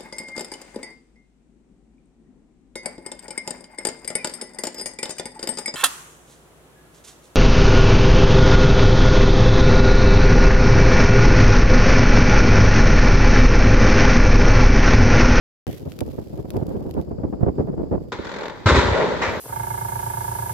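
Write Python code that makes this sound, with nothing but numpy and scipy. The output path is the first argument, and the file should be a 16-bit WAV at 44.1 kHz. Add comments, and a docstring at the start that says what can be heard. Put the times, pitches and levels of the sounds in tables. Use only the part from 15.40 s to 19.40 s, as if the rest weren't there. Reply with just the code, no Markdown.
"""A rock blast at road works, heard from a dry hillside across a wooded valley.
A first crack and a quick run of small shots lead to the main charges, which shove the air into a boom.
Trees and rocks scatter the sound, and the slopes send it back as duller echoes.
Close by, wind buffets the microphone, dry grass rustles and ticks, and insects hiss faintly."""
import sys
import numpy as np
from scipy import signal
from scipy.fft import rfft, irfft, next_fast_len
from scipy.io import wavfile

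SR = 44100
rng = np.random.default_rng(int(sys.argv[2]) if len(sys.argv) > 2 else 0)


def master(y):
    """Save y as 16-bit WAV."""
    cut = np.clip(np.atleast_2d(y).T, -1, 1)
    pcm = np.round(cut * 32767)  # scale
    wavfile.write(sys.argv[1], SR, pcm.astype(np.int16))


N = 176400
TIME = np.arange(N) / SR
START_S = .268  # silence until here
BLAST_ATTACK_S = 0.002
TAIL_LIKENESS, ECHO_LIKENESS = 0.38, 0.68  # how alike left and right are, 0 to 1

# Sharp cracks of the blast: start_s, level_db, hold_s, fade_s
CRACKS = [(2.719, -25.5, 0.0085, 0.1), (3.081, -27.5, 0.00089, .015), (3.096, -27, 0.00071, 0.04),
          (3.2587, -14.5, 0.029, 0.22), (3.282, -14.5, 0.02, 0.25), (3.345, -16, 0.023, 0.2),
          (3.373, -20.5, 0.037, 0.3)]
# Tone of a crack: pitch_hz, gain_db
CRACK_TONE = [(40, -17), (170, -2.5), (540, 0), (720, -9.5), (900, -0.5), (1200, -6.5), (1400, -4),
              (1650, -7), (2050, -7), (2750, -18.5), (3200, -15.5), (3700, -12), (5200, -23), (7300, -27),
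              (8200, -37.5), (9300, -50), (16000, -61)]
def cracks():
    """Each shock wave arrives broken into a dense crackle."""
    level = together(burst(start, db, BLAST_ATTACK_S, hold, fade) for start, db, hold, fade in CRACKS)
    return shape_tone(distant_noise(likeness=0.98) * level, CRACK_TONE)


# Pressure waves of the charges: start_s, level_db
THUMPS = [(3.258, -8.5), (3.266, -8), (3.311, -9.5), (3.326, -10.5), (3.362, -11.5), (3.378, -9),
          (3.45, -16.5), (3.484, -16), (3.515, -14), (3.877, -22.5)]
def boom(band_hz=(60, 105.8)):
    """Each pressure wave is a short, deep swing of the air."""
    bass = signal.butter(2, band_hz, "band", fs=SR, output="sos")
    kick = signal.sosfilt(bass, signal.unit_impulse(SR // 2))
    kick /= np.abs(kick).max()
    return sum(from_db(db) * np.interp(TIME - start, TIME[:len(kick)], kick, left=0, right=0)
               for start, db in THUMPS)


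def small_shots(start_s=2.8445, gap_s=.0233, level_db=-29):
    """Ten small charges fire one after another, evenly spaced."""
    level = together(burst(start_s + k * gap_s, level_db, BLAST_ATTACK_S, 0, 0.08) for k in range(10))
    return shape_tone(distant_noise(TAIL_LIKENESS) * level, tilt(CRACK_TONE, db_per_octave=0.3))


# Long tails after the cracks: start_s, level_db, rise_s, fade_s
TAILS = [(2.725, -35, 0.016, 5.2), (3.27, -18, 0.091, 2.41)]
def valley_tail():
    """Trees and rocks scatter the blast into a long, slightly duller tail."""
    level = together(burst(start, db, rise, 0, fade) for start, db, rise, fade in TAILS)
    return shape_tone(distant_noise(TAIL_LIKENESS) * level, tilt(CRACK_TONE, db_per_octave=-0.58))


# Echoes from the slopes: peak_s, level_db, half_width_s
ECHOES = [(3.031, -32, 0.076), (3.549, -20, 0.058), (3.62, -17.5, 0.04), (3.73, -24.5, 0.033),
          (3.91, -29.5, 0.079)]
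# Their dull tone: pitch_hz, gain_db
ECHO_TONE = [(60, -32), (200, -13.5), (320, -13), (420, -0.5), (600, 0.5), (750, -10), (900, -3),
             (1250, -14), (3000, -25), (7500, -82), (9500, -78)]
def slope_echoes():
    """Whole slopes send the blast back as soft swells."""
    level = together(swell(*echo) for echo in ECHOES)
    return shape_tone(distant_noise(ECHO_LIKENESS) * level, ECHO_TONE)


# Tone of the hard echo: pitch_hz, gain_db
SLAP_TONE = [(60, -11), (900, 0.5), (2050, -0.5), (2700, -9.5), (7400, -24.5), (9300, -56)]
def rock_slap():
    """A rock face throws back one hard echo."""
    level = burst(start_s=3.816, level_db=-20.5, rise_s=BLAST_ATTACK_S, hold_s=0.015, fade_s=0.6)
    return shape_tone(distant_noise(ECHO_LIKENESS) * level, SLAP_TONE)


# The light breeze: time_s, strength_db
BREEZE = [(.35, -40.5), (1.1, -38), (1.3, -31.5), (1.68, -37.5), (2.6, -35.5), (2.72, -48.5), (3.2, -45.5),
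          (4.0, -37.5)]
# Sudden puffs: start_s, strength_db, hold_s
PUFFS = [(0.265, -31, 0.032), (.456, -30, 0.018), (0.609, -24.5, 0.0085), (0.779, -25.5, 0.0048),
         (0.927, -34, 0.013), (1.138, -26, 0.036), (1.212, -27, 0.015), (1.302, -26, 0.0035),
         (1.351, -27.5, 0.0049), (1.564, -25, 0.036), (1.707, -30, 0.007), (1.795, -28.5, 0.0034),
         (1.83, -27, 0.021), (1.924, -24, 0.012), (2.005, -29, 0.048), (2.028, -19.5, 0.0055),
         (2.062, -22.5, 0.03), (2.181, -23, 0.029), (2.27, -29, 0.028), (2.376, -28.5, 0.039),
         (2.429, -28, 0.0083), (2.51, -23.5, 0.045), (2.788, -29.5, 0.0095)]
# Tone of the wind's rumble: pitch_hz, gain_db
RUMBLE_TONE = [(20, -24), (40, -8), (65, -0.5), (130, -1), (370, -5), (550, -12), (750, -27.5),
               (1500, -57.5), (8000, -74)]
# Tone of its small swirls: pitch_hz, gain_db
SWIRL_TONE = [(120, -14.5), (350, 10), (700, 4), (1150, -10.5), (3000, -40), (8000, -67)]
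def wind(rumble_gain_db=4.5, gust_db=-24.5, swirl_at_gust_db=-28, swirl_growth=1.315):
    """Churning air rumbles on the microphone; strong puffs shed smaller, brighter swirls."""
    puffs = together(burst(start, db, 0.002, hold, fade_s=0.057) for start, db, hold in PUFFS)
    flutter_db = 3 * drift(28)
    strength = together([from_db(over_time(BREEZE) + flutter_db), puffs])
    rumble = lumpy_noise(4, 133) * strength * from_db(rumble_gain_db)
    swirl_level = from_db(swirl_at_gust_db) * (strength / from_db(gust_db)) ** swirl_growth
    swirls = lumpy_noise(4, 133) * swirl_level
    return shape_tone(rumble, RUMBLE_TONE) + shape_tone(swirls, SWIRL_TONE)


# Dry stalks snapping close by: start_s, level_db
TICKS = [(0.519, -36.5), (0.589, -33), (0.606, -27), (0.678, -50), (1.104, -34), (1.167, -37.5),
         (1.267, -45.5), (1.292, -48), (1.51, -43.5), (1.54, -44.5), (1.613, -44), (3.082, -51)]
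def stalk_ticks(spread_db=3.5, split_hz=7350):
    """Each stalk snaps with its own mix of low and high sound."""
    ticks = 0
    for band in ("low", "high"):
        level = together(burst(start, db + spread_db * rng.uniform(-1.1, 1), 0.00044, 0.0005, 0.013)
                         for start, db in TICKS)
        band_filter = signal.butter(2, split_hz, band, fs=SR, output="sos")
        ticks = ticks + signal.sosfilt(band_filter, lumpy_noise(1.4, 600) * level)
    return ticks


# Rustling of the grass: time_s, level_db
RUSTLE = [(.27, -48.5), (.33, -47), (.43, -56.5), (1.6, -62.5), (1.75, -70.5), (3.75, -65.5), (4.0, -53)]
# Tone of dry grass: pitch_hz, gain_db
GRASS_TONE = [(800, 1), (1800, 0.5), (3400, 2), (7500, -4.5), (9300, -8.5), (12500, 1), (16000, -9.5)]
def grass():
    """Dry grass rustles and its stalks tick."""
    rustle = lumpy_noise(6.9, 120) * from_db(over_time(RUSTLE))
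    return shape_tone(rustle + stalk_ticks(), GRASS_TONE)


def scrape(start_hz=(1730, 2840), octaves_per_s=3, width_hz=230):
    """Something brushes near the microphone, ringing at two rising pitches."""
    rise = 2 ** (octaves_per_s * np.clip(TIME - START_S, 0, .5))
    phase_per_hz = 2 * np.pi * np.cumsum(rise) / SR
    rings = [sum(drift(width_hz) * np.cos(hz * phase_per_hz) for hz in start_hz) for _ in range(2)]
    return np.array(rings) * burst(START_S, level_db=-53.5, rise_s=0.002, hold_s=0.057, fade_s=0.23)


# Tone of the insects: pitch_hz, gain_db
INSECT_TONE = [(1000, 0), (3800, -17), (4700, -0.5), (5200, -2.5), (5800, -17.5), (7400, -7.5), (9000, -26)]
def insects(steady_db=-65.5):
    """Insects make a faint hiss that swells once."""
    level = together([from_db(steady_db), swell(peak_s=2.2, level_db=-62.5, half_width_s=0.036)])
    return level * shape_tone(lumpy_noise(1, 11), INSECT_TONE)


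# Left and right are most alike in the bass: pitch_hz, relative_likeness
LIKENESS_BY_PITCH = [(60, 1), (1500, 0.95), (7000, 0.04)]
def distant_noise(likeness, path_db=-15.5, longest_delay_s=.02, left_late_s=.00005):
    """Grainy sound from across the valley, made hollow by five bounces off nearby ground and rock."""
    alike = np.clip(likeness * over_pitch(LIKENESS_BY_PITCH, N), 0, 1)
    mid, side = rfft(lumpy_noise(3, 440))
    mid, side = mid * np.sqrt((1 + alike) / 2), side * np.sqrt((1 - alike) / 2)
    turn = -2j * np.pi * np.arange(N // 2 + 1) * SR / N  # exp(turn * seconds) is a delay
    paths = 1 + from_db(path_db) * sum(np.exp(turn * longest_delay_s * lag) for lag in rng.random(5))
    left_right = np.array([(mid + side) * np.exp(turn * left_late_s), mid - side])
    return irfft(left_right * rms_one(np.abs(paths)), N)


def lumpy_noise(spread_db, rate_hz):
    """Noise that comes in lumps, unrelated left and right."""
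    return np.array([rms_one(rng.standard_normal(N) * from_db(spread_db * np.tanh(drift(rate_hz) / 2) * 2))
                     for _ in range(2)])


def drift(rate_hz):
    """A smooth random wobble of typical size 1."""
    pole = np.exp(-2 * np.pi * rate_hz / SR)
    return rms_one(signal.lfilter([1], [1, -2 * pole, pole * pole], rng.standard_normal(N + SR))[SR:])


def burst(start_s, level_db, rise_s, hold_s, fade_s):
    """Rise, hold, then fall by 60 dB every fade_s."""
    age = TIME - start_s
    fall_db = 60 * np.clip((age - rise_s - hold_s) / fade_s, 0, 3)
    return np.clip(age / rise_s, 0, 1) * from_db(level_db - fall_db)


def swell(peak_s, level_db, half_width_s):
    """A smooth rise and fall."""
    return from_db(level_db) * np.exp(-.5 * ((TIME - peak_s) / half_width_s) ** 2)


def shape_tone(sound, tone):
    """Filter a sound by a tone table; white noise keeps its level."""
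    size = next_fast_len(N + SR // 10, real=True)
    size += size % 2
    cepstrum = irfft(np.log(rms_one(from_db(over_pitch(tone, size)))))
    cepstrum[1:size // 2] *= 2  # fold it so the filter rings only after a sound
    cepstrum[size // 2 + 1:] = 0
    return irfft(rfft(sound, size) * np.exp(rfft(cepstrum)))[..., :N]


def tilt(tone, db_per_octave):
    """Make a tone brighter (plus) or duller (minus)."""
    return [(hz, db + db_per_octave * np.log2(hz)) for hz, db in tone]


def over_time(rows):
    """Join (time_s, value) rows by straight lines."""
    return np.interp(TIME, *np.transpose(rows))


def over_pitch(rows, size):
    """Spread (pitch_hz, value) rows over a whole spectrum."""
    hz, value = np.transpose(rows)
    return np.interp(np.log(np.arange(size // 2 + 1) * SR / size + 1e-9), np.log(hz), value)


def together(levels):
    """Unrelated sounds add in power."""
    return np.sqrt(sum(level ** 2 for level in levels))


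def from_db(db):
    """Turn decibels into a gain."""
    return 10 ** (np.asarray(db) / 20)


def rms_one(x):
    """Scale to an average power of 1."""
    return x / np.sqrt(np.mean(x ** 2) + 1e-20)


def scene():
    """The far blast, a little to the left, behind the near wind, a little to the right."""
    blast = cracks() + small_shots() + boom() + valley_tail() + slope_echoes() + rock_slap()
    nearby = wind() * from_db([[-0.5], [0.5]]) + grass() + insects() + scrape()
    return blast * from_db([[0.6], [-0.6]]) + nearby


def record(dry, cutoff_hz=16300):
    """The sound starts abruptly, peaks are clipped and the highest treble is cut."""
    live = np.clip(dry, -1, 1) * (TIME > START_S)
    return signal.sosfilt(signal.ellip(10, .1, 80, cutoff_hz, fs=SR, output="sos"), live)


dry = scene()
out = record(dry)
master(out)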